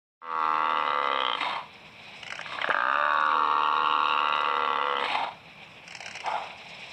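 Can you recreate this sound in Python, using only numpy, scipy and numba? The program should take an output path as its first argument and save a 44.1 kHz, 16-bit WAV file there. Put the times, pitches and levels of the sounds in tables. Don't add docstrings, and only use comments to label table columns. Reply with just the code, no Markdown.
import sys
import numpy as np
from scipy import signal
from scipy.fft import rfft, irfft
from scipy.io import wavfile
from scipy.ndimage import uniform_filter1d
from numba import njit

SR = 44100
rng = np.random.default_rng(int(sys.argv[2]) if len(sys.argv) > 2 else 0)


def log_audio(samples):
    frames = np.atleast_2d(samples).T
    limited = np.clip(frames, -1, 1)
    pcm = np.round(limited * 32767).astype(np.int16)
    wavfile.write(sys.argv[1], SR, pcm)


def nominal_scale(level):
    x = np.asarray(level, float) / 20
    return 10 ** x


N = 305524


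def seconds():
    return np.arange(N) / SR


def rms_one(x):
    return x / np.sqrt(np.mean(x ** 2) + 1e-20)


def in_time(rows, outside=None):
    s, *columns = np.transpose(rows)
    return [np.interp(seconds(), s, c, outside, outside) for c in columns]


def spans_db(tables):
    return sum(nominal_scale(in_time(rows, outside=-200)[0]) for rows in tables)


def bells(rows):
    return [np.exp(-((seconds() - s) / width) ** 2) for s, width, *_ in rows]


def drift(rate):
    r = np.exp(-2 * np.pi * rate / SR)
    return rms_one(signal.lfilter([1], [1, -2 * r, r * r], rng.standard_normal(N + SR))[SR:])


@njit
def resonate(x, hz, r, sr):
    out = np.zeros(len(x))
    for i in range(2, len(x)):
        driven = (1 - r * r) / 2 * (x[i] - x[i - 2])
        out[i] = driven + 2 * r * np.cos(2 * np.pi * hz[i] / sr) * out[i - 1] - r * r * out[i - 2]
    return out


def bands(x, modes, order=1):
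    out = 0
    for k, (hz, width, db) in enumerate(modes):
        rung = x + 1e-18
        for _ in range(order):
            rung = resonate(rung, hz + np.zeros(N), np.exp(-np.pi * width / SR), SR)
        out = out + (-1) ** k * nominal_scale(db) * rung
    return out


def shaped_noise(spectrum):
    hz, db = np.transpose(spectrum)
    grid = np.log(np.arange(1, N // 2 + 2) * SR / N)
    gain = nominal_scale(np.interp(grid, np.log(hz), db, -90, -90))
    return rms_one(irfft(rfft(rng.standard_normal(N)) * gain, N))


def steep(x, kind, hz, order=4):
    return signal.sosfilt(signal.butter(order, hz, kind, fs=SR, output="sos"), x)


# f/Hz, width/Hz, level/dB
RUSTLE_BANDS = [(670, 530, 2.5), (1270, 290, -14), (1500, 850, -8.5), (2367, 600, 7), (2790, 900, -1),
                (3350, 610, -0.5), (3910, 500, -0.5), (4580, 560, -20.5), (5400, 440, -19.5),
                (6500, 240, -60.5), (7170, 1700, -40.5), (8360, 280, -37.5)]
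# f/Hz, width/Hz, level/dB
BRUSH_BANDS = [(5220, 880, 7), (7740, 2000, -7.5)]
# f/Hz, level/dB per Hz
ROOM_HUM = [(21, -32.5), (36, -20), (65, -14), (172, -3.5), (205, -5.5), (231, -11), (401, -20.5),
            (429, -28.5), (463, -9), (500, -26), (650, -43.5), (1100, -120)]
# f/Hz, level/dB per Hz
HISS = [(250, 0.5), (1000, 10), (3000, -7.5), (6000, -30), (10000, -22), (15000, -29), (16000, -31)]
# centre t/s, width t/s, rustle rise level/dB, brushing rise level/dB
STIRS = [
    (2.08, 0.13, 5, 7),
    (2.5, 0.24, 9.5, 8),
    (6.2, 0.38, 5.5, 9),
    (6.6, 0.44, 2.5, 3.5),
    (6.95, 0.23, 7.5, 9),
]
RUSTLE_DB, BRUSH_DB, HUM_DB, HISS_DB = -40.5, -67.5, -58, -56.5
RUSTLE_SHIFT_DB, HUM_SHIFT_DB, SHIFT_S = 3, -3, .1


def background():
    rustle = rms_one(bands(rng.standard_normal(N) * nominal_scale(2.0 * drift(17)), RUSTLE_BANDS, order=2))
    brush = rms_one(bands(rng.standard_normal(N) * nominal_scale(2.7 * drift(23)), BRUSH_BANDS, order=2))
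    hum = steep(shaped_noise(ROOM_HUM), "high", 30, order=6) * nominal_scale(0.35 * drift(16))
    rustle_db, brush_db = sum(np.outer(db, bell) for (_, _, *db), bell in zip(STIRS, bells(STIRS)))
    calling = uniform_filter1d(1. * (spans_db(EFFORT) > 1e-6), int(SHIFT_S * SR))
    out = nominal_scale(RUSTLE_DB - 10.0 + rustle_db + RUSTLE_SHIFT_DB * calling) * rustle
    out += nominal_scale(BRUSH_DB + brush_db) * brush
    out += nominal_scale(HUM_DB + HUM_SHIFT_DB * calling) * hum
    return out + nominal_scale(HISS_DB) * shaped_noise(HISS)


# t/s, length t/s, start f/Hz, end f/Hz, level/dB
CHIRPS = [
    (5.63, .05, 7200, 6500, -72),
    (6.685, .05, 6600, 6750, -63),
    (6.73, .045, 5450, 5050, -52),
]


def chirps():
    out = np.zeros(N)
    for s, length, start_hz, end_hz, db in CHIRPS:
        size = int(length * SR)
        glide = np.cumsum(np.linspace(start_hz, end_hz, size)) / SR
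        out[round(s * SR):][:size] += nominal_scale(db) * np.hanning(size) * np.sin(2 * np.pi * glide)
    return out


# t/s, peak level/dB
SHUTTERS = [
    [(2.228, -32.5), (2.263, -34.5), (2.275, -34), (2.301, -29), (2.321, -29.5), (2.352, -31), (2.376, -36),
     (2.409, -29.5), (2.426, -46)],
    [(5.876, -31), (5.905, -32), (5.92, -32.5), (5.948, -25.5), (5.966, -33), (6.002, -27.5),
     (6.025, -32.5), (6.058, -26.5), (6.078, -28.5), (6.108, -29), (6.122, -40), (6.151, -25.5),
     (6.167, -31), (6.201, -27), (6.259, -27.5)],
    [(3.132, -41), (3.203, -39.5), (3.257, -42), (4.284, -39), (4.357, -40), (4.41, -39), (4.465, -46)],
]
# t/s, peak level/dB
SMACKS = [
    (2.6136, -36),
    (2.676, -44),
    (2.71, -42),
    (2.721, -43),
    (2.802, -57),
    (5.081, -45),
    (5.099, -40.5),
    (5.12, -61),
]
# f/Hz, width/Hz, level/dB
SNAP_EDGE = [(4220, 450, -6), (5420, 1030, -1), (6570, 640, -24), (7490, 1060, -10), (9270, 910, -38)]
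# f/Hz, width/Hz, level/dB
SNAP_BODY = [(736, 245, 7.5), (1474, 420, 3.5), (2140, 550, 10), (2870, 580, 9)]
SHUTTER_BODY_DB, SHUTTER_MS = (11, 6, -9), 3.48
SMACK_BODY_DB, SMACK_MS = 27, 3.2


def snaps():
    edge, body, t = np.zeros(N), np.zeros(N), np.arange(SR // 20) / SR
    rows = [(*snap, body_db, SHUTTER_MS) for burst, body_db in zip(SHUTTERS, SHUTTER_BODY_DB) for snap in burst]
    rows += [(*smack, SMACK_BODY_DB, SMACK_MS) for smack in SMACKS]
    for s, db, body_db, ms in rows:
        shape = nominal_scale(db - 3) * (1 - np.exp(-t / .002)) * np.exp(-t * 1000 / ms)
        i = round((s + .001) * SR)
        edge[i:i + len(t)] += shape
        body[i:i + len(t)] += shape * nominal_scale(body_db)
    out = 0
    for envelope, modes in ((edge, SNAP_EDGE), (body, SNAP_BODY)):
        noise = rng.standard_normal(N)
        unit = np.std(bands(noise, modes, order=2))
        out = out + bands(envelope * noise, modes, order=2) / unit
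    return out


# thump level/dB, f/Hz, width/Hz, tick level/dB
KNOCK = (-18, 520, 86, -35)
KNOCK_S = 2.691


def knock():
    thump_db, hz, width, tick_db = KNOCK
    t = np.maximum(seconds() - KNOCK_S, 0)
    thump = nominal_scale(thump_db) * np.sin(2 * np.pi * hz * t) * np.exp(-np.pi * width * t)
    tick = nominal_scale(tick_db) * (t > 0) * np.exp(-t / 0.00051) * rng.standard_normal(N)
    return steep(thump, "high", 170, order=2) + steep(tick, "band", (3800, 9000), order=3)


# start t/s, swell t/s, hold t/s, level/dB, throat resonance f/Hz
GASPS = [
    (1.348, 0.061, 0.16, -32, 1035),
    (2.454, 0.081, 0.16, -40, 1144),
    (4.995, 0.13, 0.12, -29.5, 936),
]
# start t/s, swell t/s, hold t/s, level/dB, throat resonance f/Hz
SNORT = (6.232, .025, .11, -29.5, 870)
# f/Hz, width/Hz, level/dB
GASP_CHEST = [(656, 590, -13.5), (1263, 470, -16)]
GASP_MOUTH = [(277, 87, -8), (1712, 160, -2.5), (2086, 225, 1), (2540, 730, -3.5), (3190, 190, -3),
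              (3650, 420, -3), (4320, 320, -15.5), (5170, 280, -20.5)]
GASP_NOSE = [(8030, 1200, 13.5), (9100, 710, 0), (9900, 1300, 3)]
GASP_FADE_DB_PER_S, SNORT_FADE_DB_PER_S, SNORT_HISS_DB = 205, 95, -12
SWELL_DB, GASP_THROAT_WIDTH_HZ, THROAT_SAG_HZ_PER_S = 13.5, 256, 325
MOUTH_HISS_DB, MOUTH_DULLS_DB_PER_S, NOSE_HISS_DB, NOSE_DULLS_DB_PER_S = 3, 49.5, -23.5, 70


def gasps():
    air = rng.standard_normal((3, N)) * nominal_scale(2.44 * drift(70) + 0.82 * drift(360))
    rows = [(*gasp, GASP_FADE_DB_PER_S, 0) for gasp in GASPS]
    rows += [(*SNORT, SNORT_FADE_DB_PER_S, SNORT_HISS_DB)]
    gains, centre_hz = np.zeros((3, N)), np.full(N, 1000.)
    for start, swell, hold, db, hz, fade, hiss_db in rows:
        t = seconds() - start
        age = np.clip(t, 0, swell + hold)
        rise_db = SWELL_DB * np.maximum(1 - t / swell, 0)
        gain = (t > 0) * nominal_scale(db - rise_db - fade * (t - age) * (t > 0))
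        mouth_db = hiss_db + MOUTH_HISS_DB - MOUTH_DULLS_DB_PER_S * age
        nose_db = hiss_db + NOSE_HISS_DB - NOSE_DULLS_DB_PER_S * age
        gains += gain * nominal_scale([0 * t, mouth_db, nose_db])
        centre_hz = np.where(t > 0, hz - THROAT_SAG_HZ_PER_S * age, centre_hz)
    chest_bands = [GASP_CHEST[0], (centre_hz, GASP_THROAT_WIDTH_HZ, 0), GASP_CHEST[1]]
    modes = (chest_bands, GASP_MOUTH, GASP_NOSE)
    chest, hiss, nose = (rms_one(bands(a, m, order=2)) for a, m in zip(air, modes))
    return gains[0] * chest + gains[1] * hiss + gains[2] * steep(nose, "high", 5700)


# from t/s, until t/s, time constant t/s, air level/dB, long-short alternation/0-1
HOARSENING = [
    (.575, 1.5, .03, -14, .016),
    (2.78, 5.2, .35, -10, .011),
]
CLEAR_AIR_DB, CLEAR_JITTER, JITTER_FOLLOWS = -21, .003, .6
FLUTTER_S, FLUTTER_WIDTH_S, FLUTTER = 4.66, .15, .035


def folds():
    t, air_db = seconds(), np.full(N, float(CLEAR_AIR_DB))
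    alternate = FLUTTER * np.exp(-((t - FLUTTER_S) / FLUTTER_WIDTH_S) ** 4)
    for start, end, settle, db, depth in HOARSENING:
        hoarse = (1 - np.exp(-np.maximum(t - start, 0) / settle)) * (t < end)
        air_db += (db - CLEAR_AIR_DB) * hoarse
        alternate += depth * hoarse
    return alternate, CLEAR_JITTER * nominal_scale(JITTER_FOLLOWS * (air_db - CLEAR_AIR_DB)), air_db


# t/s, slap rate f/Hz
FIRST_RATE = [(0.212, 84.13), (0.414, 79.2), (0.564, 78.23), (0.698, 78.91), (0.827, 75.57), (0.954, 72.41),
              (1.083, 68.94), (1.212, 66.78), (1.36, 54.55)]
SECOND_RATE = [(2.74, 39.92), (2.803, 59.81), (2.985, 73.57), (3.348, 77.68), (3.494, 74.76),
               (3.997, 76.05), (4.181, 74.4), (4.587, 74.15), (5.04, 69.26)]
FIRST_WAIT, SECOND_WAIT = .46, .18


def slaps():
    alternate, jitter, _ = folds()
    out = np.zeros(N)
    for rows, wait in ((FIRST_RATE, FIRST_WAIT), (SECOND_RATE, SECOND_WAIT)):
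        rate, = in_time(rows, outside=0)
        at = np.flatnonzero(np.diff(np.floor(np.cumsum(rate) / SR + 1 - wait)))
        late, strong = rng.standard_normal((2, len(at)))
        uneven = alternate[at] * (-1.) ** np.arange(len(at))
        shift = (uneven + jitter[at] * late) * SR / rate[at]
        out[at + shift.astype(int)] = -nominal_scale(30. * uneven + 30. * jitter[at] * strong)
    return out


# t/s, jaw f/Hz, tongue f/Hz, palate f/Hz, pressing level/dB
MOUTH = [
    [(.2, 516, 2015, 2870, -11.5), (.45, 492, 1971, 2540, -14.5), (.75, 513, 2010, 2840, -10.5),
     (1.13, 521, 2040, 3100, -2), (1.36, 507, 2090, 3140, -12.5)],
    [(2.64, 617, 1920, 2920, -1.5), (2.82, 575, 1870, 2740, -9), (3.02, 587, 1940, 2540, -4.5),
     (3.25, 547, 1830, 2770, -9.5), (3.449, 456, 1820, 2840, -14.5), (3.999, 485, 1930, 2784, -16.5),
     (4.35, 515, 1993, 2765, -8), (4.7, 495, 1980, 2900, -7), (5.06, 515, 2004, 2960, -6)],
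]
# t/s, f/Hz
LIPS = [(.2, 3460), (.45, 3600), (.7, 3580), (.95, 3840), (1.36, 3770), (2.7, 3650), (3.4, 3790),
        (4.4, 3803), (5.05, 3390)]
MOUTH_WIDTHS_HZ = (45, 164, 66, 410)
LIPS_WIDTH_HZ, LIPS_DB = 245, -5.5
REST_JAW_HZ, REST_TONGUE_HZ = 500, 1900
GAPE_HZ, GAPE_PER_JAW, GAPE_DB, GAPE_DB_PER_HZ, GAPE_PRESS = 1587, 1.32, -15, 0.1455, 0.12
TONGUE_DB, TONGUE_DB_PER_HZ, TONGUE_JAW_DB_PER_HZ, TONGUE_PRESS = -4, 0.0453, -.2, 0.59
PALATE_DB, PALATE_PRESS, PALATE_AIR = -8.5, 0.53, 0.41


def mouth():
    jaw, tongue, palate, press_db = in_time(np.vstack(MOUTH))
    rasp_db = in_time(np.vstack(PHARYNX))[-1]
    opened = jaw - REST_JAW_HZ
    gape_db = GAPE_DB + GAPE_DB_PER_HZ * opened + GAPE_PRESS * press_db
    tongue_db = TONGUE_DB + TONGUE_DB_PER_HZ * (tongue - REST_TONGUE_HZ)
    tongue_db += TONGUE_JAW_DB_PER_HZ * opened + TONGUE_PRESS * press_db
    palate_db = PALATE_DB + rasp_db + PALATE_PRESS * press_db + PALATE_AIR * folds()[2]
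    hz = (jaw, GAPE_HZ + GAPE_PER_JAW * opened, tongue, palate, in_time(LIPS)[0])
    db = (press_db, gape_db, tongue_db, palate_db, palate_db + LIPS_DB)
    return list(zip(hz, (*MOUTH_WIDTHS_HZ, LIPS_WIDTH_HZ), db))


# f/Hz, width/Hz, level/dB
THROAT = [(893, 58, -3.5), (1150, 72, 0), (1375, 78, -3)]
# f/Hz, width/Hz, level/dB
THROAT_TOP = [(4260, 330, -36), (5600, 560, -48), (6380, 220, -56.5), (7500, 1000, -61.5)]
# f/Hz, width/Hz, level/dB
CHEST = [(286.5, 109, -19.5), (228.7, 41, -24.5)]
# f/Hz, width/Hz, level/dB
SLAP_RING = (1200, 520, -14)
# t/s, middle throat f/Hz, its level/dB, top throat f/Hz, rasp level/dB
PHARYNX = [
    [(.2, 1140, 2.5, 1356, -2.5), (.6, 1144, -1.5, 1355, 1), (1.0, 1171, 0, 1347, 0),
     (1.36, 1155, -3, 1330, 7.5)],
    [(2.64, 1180, -2.5, 1695, 4.5), (2.8, 1230, 1, 1597, 1.5), (2.95, 1203, 3, 1500, 6.5),
     (3.1, 1135, 1.5, 1505, 1), (3.3, 1146, 3, 1430, 1), (3.45, 1143, 0.5, 1353, -0.5),
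     (3.9, 1140, 1.5, 1380, 6), (4.9, 1138, -1.5, 1362, -2), (5.06, 1080, -10, 1290, 1)],
]
# centre t/s, width t/s, rise level/dB
GROANS = [
    (.85, .15, 7.5),
    (3.351, .2, 8),
    (5.02, .08, 14.5),
]
AIR_LOW_DB, AIR_TOP_DB = -24, -16
CHEEK_HZ, CHEEK_WIDTH_HZ, CHEEK_DB = 2497, 170, -5
THROAT_DB_PER_HZ = 0.04
WAVER_DB, WAVER_PER_S = 2.5, 5.0
BRIGHT_LAG_S, BRIGHT_SCATTER_DB = .0012, 1.8
NASAL_HZ, NASAL_WIDTH_HZ, NASAL_OPENS_HZ, NASAL_SPAN_HZ = 2000, 690, 2002, 70


def throat(slap, air=0):
    jaw, gape, tongue, palate, lips = mouth()
    middle_hz, middle_db, top_hz, _ = in_time(np.vstack(PHARYNX))
    middle = (middle_hz, THROAT[1][1], middle_db)
    _, top_width, top_db = THROAT[-1]
    top = (top_hz, top_width, top_db + THROAT_DB_PER_HZ * np.maximum(jaw[0] - REST_JAW_HZ, 0))
    groan_db = sum(rise_db * bell for (*_, rise_db), bell in zip(GROANS, bells(GROANS)))
    chest = [CHEST[0], (*CHEST[1][:2], CHEST[1][2] + groan_db)]
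    cheek = (CHEEK_HZ, CHEEK_WIDTH_HZ, palate[2] + CHEEK_DB)
    upper = [(hz, width, db + WAVER_DB * drift(WAVER_PER_S)) for hz, width, db in (cheek, palate, lips)]
    deep = slap + nominal_scale(AIR_LOW_DB) * air
    bright = (slap + nominal_scale(AIR_TOP_DB) * air) * nominal_scale(BRIGHT_SCATTER_DB * drift(40))
    bright = np.roll(bright, round(BRIGHT_LAG_S * SR))
    low = bands(deep, chest + [jaw]) - bands(deep, [THROAT[0], middle, top])
    low += bands(deep, [SLAP_RING], order=2) - bands(deep, [gape, tongue])
    low = steep(steep(low, "high", 240, order=2), "low", 1990, order=3)
    voice = -low - bands(bright, upper + THROAT_TOP, order=2)
    nasal = np.clip((NASAL_OPENS_HZ - tongue[0]) / NASAL_SPAN_HZ, 0, 1)
    return voice - nasal * bands(voice, [(NASAL_HZ, NASAL_WIDTH_HZ, 0)])


# t/s, peak level/dB
CREAKS = [(1.372, -13), (1.43, -8), (2.323, -18.5), (2.392, -16.5), (2.461, -20.5), (2.522, -20.5),
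          (2.587, -13.5), (2.643, -7), (2.676, -11), (2.701, -4), (2.709, -4.5), (2.719, -24),
          (5.057, -5.5)]


def creaks():
    clicks = np.zeros(N)
    for s, db in CREAKS:
        clicks[round(s * SR)] = -nominal_scale(db + 26.0)
    return throat(clicks)


# t/s, level/dB
EFFORT = [
    [(.2, -26), (.43, -26), (.8, -26.5), (1.1, -27.5), (1.3, -27.5), (1.365, -31.5)],
    [(2.74, -27), (2.96, -25), (3.3, -24), (3.7, -24.5), (4.0, -24.5), (4.5, -26.5), (4.9, -28),
     (5.045, -30.5)],
]


def bellows():
    effort = spans_db(EFFORT)
    pulses = slaps()
    hold = np.exp(-1 / (.0011 * SR))
    puff = signal.lfilter([.075], [1, -2 * hold, hold ** 2], np.abs(pulses))
    puff += .015 * (effort > 1e-6)
    voice = throat(pulses, nominal_scale(folds()[2]) * puff * rng.standard_normal(N))
    loudness = np.sqrt(uniform_filter1d(voice ** 2, size=SR // 12) + 1e-12)
    return voice / loudness * uniform_filter1d(effort, size=SR // 100)


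ROOM_T60_S, ROOM_DB, ROOM_CUT_HZ = 0.2, -16, 2800


def room(x):
    t = np.arange(SR // 3) / SR
    tail = steep(rng.standard_normal(len(t)), "low", ROOM_CUT_HZ, order=1)
    tail *= nominal_scale(-60 * t / ROOM_T60_S) * (t > .004)
    return signal.fftconvolve(x, tail / np.sqrt(np.sum(tail ** 2)))[:N]


# centre t/s, width t/s, slide f/Hz
LEANS = [
    (2.34, 0.07, -1150),
    (6.05, 0.31, -1100),
]
HOLLOW_HZ, HOLLOW_WIDTH_HZ = 4530, 860


def hollow(x):
    lean = bells(LEANS)
    hz = HOLLOW_HZ + sum(slide_hz * bell for (*_, slide_hz), bell in zip(LEANS, lean))
    return x - np.sqrt(np.minimum(sum(lean), 1)) * bands(x, [(hz, HOLLOW_WIDTH_HZ, 0)])


def scene():
    played = steep(chirps() + snaps() + gasps() + creaks() + bellows(), "low", 10200, order=3)
    heard = played + nominal_scale(ROOM_DB) * room(played) + background()
    return (hollow(heard) + knock())[None]


def roll_off(x):
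    return signal.sosfilt(signal.butter(12, 15660, fs=SR, output="sos"), x)


FADE_FROM_S, FADE_S = .206, .23


def record(dry):
    fade = np.clip((seconds() - FADE_FROM_S) / FADE_S, 0, 1)
    return roll_off(dry * fade)


dry = scene()
out = record(dry)
log_audio(out)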